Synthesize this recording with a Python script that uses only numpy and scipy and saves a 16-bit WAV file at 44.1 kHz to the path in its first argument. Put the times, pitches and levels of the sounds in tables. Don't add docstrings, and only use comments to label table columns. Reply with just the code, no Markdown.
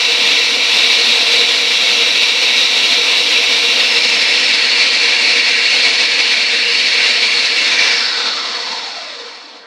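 import sys
import numpy as np
from scipy import signal
from scipy.fft import rfft, irfft, next_fast_len
from scipy.io import wavfile
from scipy.ndimage import uniform_filter1d, minimum_filter1d, map_coordinates

SR = 44100
rng = np.random.default_rng(int(sys.argv[2]) if len(sys.argv) > 2 else 0)


def output_pcm(signal):
    pcm = np.clip(np.atleast_2d(signal).T, -1, 1) * 32767
    wavfile.write(sys.argv[1], SR, np.round(pcm).astype(np.int16))


N = 426006
T = np.arange(N) / SR
THINNING_AT_S, THIN_AT_S, SWITCH_OFF_S = 3.78, 4.5, 7.48


def motor():
    full_hz, fall_hz_per_s, easing_hz_per_s2 = 2221, 1138, 87
    since = np.clip(T - SWITCH_OFF_S, 0, None)
    blade_hz = np.clip(full_hz - fall_hz_per_s * since + easing_hz_per_s2 * since ** 2, 60, None)
    level_db = -13.5 + 1.416 * 20 * np.log10(blade_hz / full_hz)
    thinning_s, settles_at_s, settling_s = 0.24, 7.61, 0.71
    thick = np.exp(-np.clip(T - THINNING_AT_S, 0, None) / thinning_s)
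    settled = np.clip((T - settles_at_s) / settling_s, 0, 1)
    thin = np.clip(1 - thick - settled, 0, 1)
    return blade_hz, level_db, (thick, thin, settled)


# (pitch [Hz], relative level [dB])
THICK_TONE = [(120, -27), (190, -24), (230, -21), (450, -13.5), (1500, -16.5), (2000, -9), (2250, -6.5),
              (2700, -3), (3100, -6), (3850, -1), (4600, -7.5), (5900, -19), (6600, -21), (14000, -43.5),
              (15000, -70)]
THIN_TONE = [(120, -31), (190, -23.5), (230, -21.5), (450, -14.5), (1400, -17), (1750, -10), (2250, -2.5),
             (2700, -3), (3100, -8.5), (4000, -2.5), (4450, -5), (5400, -12.5), (6500, -19.5), (10500, -37),
             (14000, -69)]
SETTLED_TONE = [(120, -26), (230, -17), (450, -10.5), (1000, -8), (1500, -8), (2000, -5.5), (3100, -8),
                (3600, -2.5), (4400, -1), (5400, -11), (6800, -19), (9900, -38.5), (12000, -92)]

def roar(level_db, shares):
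    layers = [rush(tone, patchy_db=0.8) for tone in (THICK_TONE, THIN_TONE, SETTLED_TONE)]
    churn = sum(np.sqrt(share) * layer for share, layer in zip(shares, layers))
    slosh = unit(amp(5.5 * wobble(12)) * fuzzy(hz=190, width_hz=70))
    shudder_db = 0.43 * wobble(4.08) + 0.45 * wobble(11) + 0.88 * wobble(40)
    return amp(level_db + shudder_db) * (churn + amp(-37) * slosh)


# (pitch [Hz], width [Hz], thick [dB], thinning [dB], thin [dB], settled [dB])
SINGING_TONES = [(288.3, 13, -35, -33.5, -42, -44), (2320, 540, -14.5, -23, -17, -60),
                 (2530, 77, -60, -23, -23, -61), (2680, 220, -32, -24, -27, -62),
                 (3900, 420, -11, -61, -60, -60), (3800, 49, -18, -60, -60, -60),
                 (4170, 350, -60, -28, -16.5, -28), (4450, 106, -60, -42, -23.5, -20),
                 (4420, 50, -60, -60, -22.5, -45), (5300, 650, -60, -16.5, -30, -15),
                 (5320, 51, -60, -26, -60, -58), (5640, 940, -16.5, -60, -60, -62)]

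def singing(level_db, settled):
    change_s, surge_db = 0.046, 0.64
    thinning, thin = (np.clip((T - at) / change_s, 0, 1) for at in (THINNING_AT_S, THIN_AT_S))
    states = np.array([1 - thinning, thinning - thin, thin * (1 - settled) ** 2, settled ** 2])
    centre, width, *levels_db = np.transpose(SINGING_TONES)
    gains = amp(levels_db) * np.sqrt(SR / width)
    bands = lambda hz: gains @ bump(hz - centre[:, None], width[:, None] / 2)
    tones = np.sum(states * filtered(rng.standard_normal(states.shape), bands), axis=0)
    return amp(level_db + surge_db * wobble(8.9)) * tones


# (pitch [Hz], boost [dB])
HOUSING_BOOST = [(150, -10), (290, 3), (370, -6), (470, 4), (650, 7), (900, 6.5), (1150, 3), (1350, 6),
                 (1600, 4), (2500, -12), (3200, -1), (4000, 13), (5500, 8), (6500, -9)]

def whine(blade_hz, level_db):
    off = round(SWITCH_OFF_S * SR)
    hz, level_db, size = blade_hz[off:], level_db[off:], N - off
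    whirr = sum(amp(db + along(HOUSING_BOOST, k * hz)) * fuzzy(k * hz, 2 / 7 * k * hz, size)
                for k, db in enumerate([-16, -20.5, -18.5], 1))
    narrow_core = amp(-22.5 + along(HOUSING_BOOST, hz)) * fuzzy(hz, 0.1 * hz, size)
    fade_in = np.clip((T[off:] - SWITCH_OFF_S) / 0.2, 0, 1)
    gain = amp(level_db + 0.39 * wobble(10, size)) * fade_in
    return np.pad((whirr + narrow_core) * gain, (off, 0))


def jar_slide():
    peak_at_s, rise_s = 7.8, 0.071
    since = np.clip(T - peak_at_s, 0, None)
    swell = np.clip(1 + (T - peak_at_s) / rise_s, 0, 1) * amp(-22 - 170 * since ** 2)
    hz = np.clip(2327 - 4400 * since ** 2, 500, None)
    return swell * fuzzy(hz, width_hz=160)


# (time [s], change in the roar [dB], low rush [dB], jar ring [dB], rising rush [dB], hiss [dB])
GULP_EVENTS = [(4.249, 1, -31, -31, -33, -40), (4.679, -0.2, -28, -31, -26, -30),
               (5.101, -0.5, -26, -29, -36, -33), (5.558, 0, -25, -28, -24, -31),
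               (6.08, 0, -26, -35, -23.5, -34), (6.599, -2, -26, -27, -25, -25),
               (6.99, -0.5, -27, -28.5, -28, -29), (7.451, -0.4, -30, -33, -35, -28),
               (7.806, 0.8, -23, -41, -35, -22)]

def gulps():
    times, change_db, *levels_db = np.transpose(GULP_EVENTS)
    low, ring, rising, hiss = amp(levels_db)
    pulses = lambda delay_s, spread_s=0.16: bump(T - times[:, None] - delay_s, spread_s)
    closing = pulses(0.18)
    glides = [point for at in times for point in [(at + 0.05, 0.9), (at + 0.35, 1.1)]]
    rising_hz = 3070 * np.interp(T, *np.transpose(glides))
    sound = (low @ pulses(0) * fuzzy(hz=1850, width_hz=600)
             + ring @ pulses(0.1) * fuzzy(hz=2765, width_hz=70)
             + rising @ closing * fuzzy(rising_hz, width_hz=350)
             + hiss @ closing * fuzzy(hz=4670, width_hz=1800))
    return sound, change_db @ pulses(0.058, spread_s=0.084)


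# (time [s], level [dB])
HUM_SWELLS = [(0.15, -37), (2.05, -40), (2.36, -38), (3.21, -36.5), (3.68, -40), (3.92, -39), (5.3, -36.5),
              (6.7, -44)]

def hum_swells():
    times, levels_db = np.transpose(HUM_SWELLS)
    swells = amp(levels_db) @ bump(T - times[:, None], spread=0.063)
    hz = 476 + 4 * wobble(10)
    return swells * np.sin(2 * np.pi * np.cumsum(hz) / SR)


# (pitch [Hz], width [Hz], boost [dB])
PEAKS_AND_DIPS = [(235, 16, 4.0), (257, 22, -3.0), (278, 130, 3.8), (322, 30, -4.5), (382, 75, -7),
                  (415, 24, 2.0), (438, 22, -2.5), (472, 34, 9.6), (494, 17, -4), (511, 26, 6.5),
                  (552, 30, -3.5), (597, 24, 1.2), (628, 24, -3), (670, 16, -2.5), (689, 26, 4.2),
                  (746, 23, -2.7), (797, 31, -2.6), (857, 27, -3.7), (909, 52, 1.9), (962, 28, -2.5),
                  (1019, 64, 3.2), (1109, 78, -2.5), (1196, 41, -4.1), (1357, 56, 4), (1507, 26, 3.2),
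                  (1539, 30, -2.3), (1614, 38, -4.6), (1669, 25, -2.3), (1742, 50, 2.0), (1800, 40, -5.2),
                  (1918, 94, 2.7), (2044, 37, -2.5), (2127, 59, -4.0), (2200, 85, 3.8), (2287, 34, 3.2),
                  (2328, 37, -2.9), (2363, 117, 5.8), (2444, 21, -3.1), (2472, 49, -7.5), (2524, 37, -4.9),
                  (2580, 39, 2.2), (2648, 57, 3.2), (2695, 37, -4.0), (2742, 93, 4.5), (2929, 38, 3.3),
                  (2989, 21, 4.3), (3053, 154, -3.5), (3133, 31, -2.5), (3191, 24, -3.9), (3375, 51, -2.4),
                  (3440, 20, 2.2), (3476, 31, -3.8), (3665, 35, 1.0), (3750, 60, 1.5), (3793, 24, -2.5),
                  (3827, 41, 2.5), (3872, 26, -3.5), (3906, 31, 5.0), (3965, 60, -2.0), (4030, 35, 2.0),
                  (4120, 54, -2.6), (4261, 28, 4.5), (4416, 66, 4.8), (4512, 37, -3.3), (4596, 43, -2.8),
                  (5137, 41, 2.5), (5232, 23, 4.5), (5312, 40, 4.6), (5481, 30, 2.8), (5570, 69, -2.5),
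                  (5800, 34, 4.5), (6087, 77, -2.2), (6257, 103, 3.4), (6364, 94, -2.8), (6489, 76, -2.6)]

def kitchen(x):
    boost = lambda f: amp(sum(db * bump(f - hz, width / 2) for hz, width, db in PEAKS_AND_DIPS))
    t, echo_s = T[:SR // 2], 0.29
    echo = rng.standard_normal(len(t)) * amp(-60 * t / echo_s)
    echo[0] = 0
    x = filtered(x, boost)
    return x + amp(-15) * signal.fftconvolve(x, echo / np.linalg.norm(echo))[:N]


# (pitch [Hz], relative level [dB])
HUSH_TONE = [(120, -28), (280, -2), (480, 0.5), (1300, 4), (2400, -4), (3300, -2), (4400, -5), (6000, -29),
             (9000, -41), (15000, -61)]

def hush():
    return amp(-40.5) * rush(HUSH_TONE, patchy_db=2.5)


def amp(db):
    return 10 ** (np.asarray(db) / 20)


def unit(x):
    return x / np.sqrt(np.mean(x ** 2) + 1e-20)


def bump(distance, spread):
    return np.exp(-(distance / spread) ** 2)


def along(points, hz):
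    pitches, values = np.transpose(points)
    return np.interp(np.log(hz + 1), np.log(pitches + 1), values)


def wobble(rate, size=N):
    place = np.cumsum(np.broadcast_to(rate, size)) / SR
    return unit(map_coordinates(rng.standard_normal(int(place[-1]) + 4), [place]))


def fuzzy(hz, width_hz, size=N):
    phase = 2 * np.pi * np.cumsum(np.broadcast_to(hz, size)) / SR
    return wobble(width_hz, size) * np.sin(phase) + wobble(width_hz, size) * np.cos(phase)


def filtered(x, gain_at):
    size = next_fast_len(N + SR // 2)
    return irfft(rfft(x, size) * gain_at(np.fft.rfftfreq(size, 1 / SR)), size)[..., :N]


def rush(tone, patchy_db):
    grid = signal.stft(rng.standard_normal(N), nperseg=512)[2]
    patches = uniform_filter1d(uniform_filter1d(rng.standard_normal(grid.shape), 5, 0), 12, 1)
    noise = signal.istft(grid * amp(patchy_db * unit(patches)), nperseg=512)[1][:N]
    return unit(filtered(noise, lambda hz: amp(along(tone, hz))))


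def scene():
    blade_hz, level_db, shares = motor()
    gulping, change_db = gulps()
    roar_db = level_db + change_db
    blender = roar(roar_db, shares) + singing(roar_db, settled=shares[2])
    blender += whine(blade_hz, level_db) + jar_slide() + gulping
    mono = kitchen(blender + hum_swells() + hush())
    return np.array([mono, mono])


def record(dry):
    lowest_hz, highest_hz = 190, 15600
    x = signal.sosfilt(signal.butter(6, lowest_hz, "high", fs=SR, output="sos"), dry)
    safe_gain = np.minimum(1, 0.99 / (np.abs(x) + 1e-9))
    x = x * uniform_filter1d(minimum_filter1d(safe_gain, size=441), size=221)
    return filtered(x, lambda hz: hz < highest_hz)


dry = scene()
out = record(dry)
output_pcm(out)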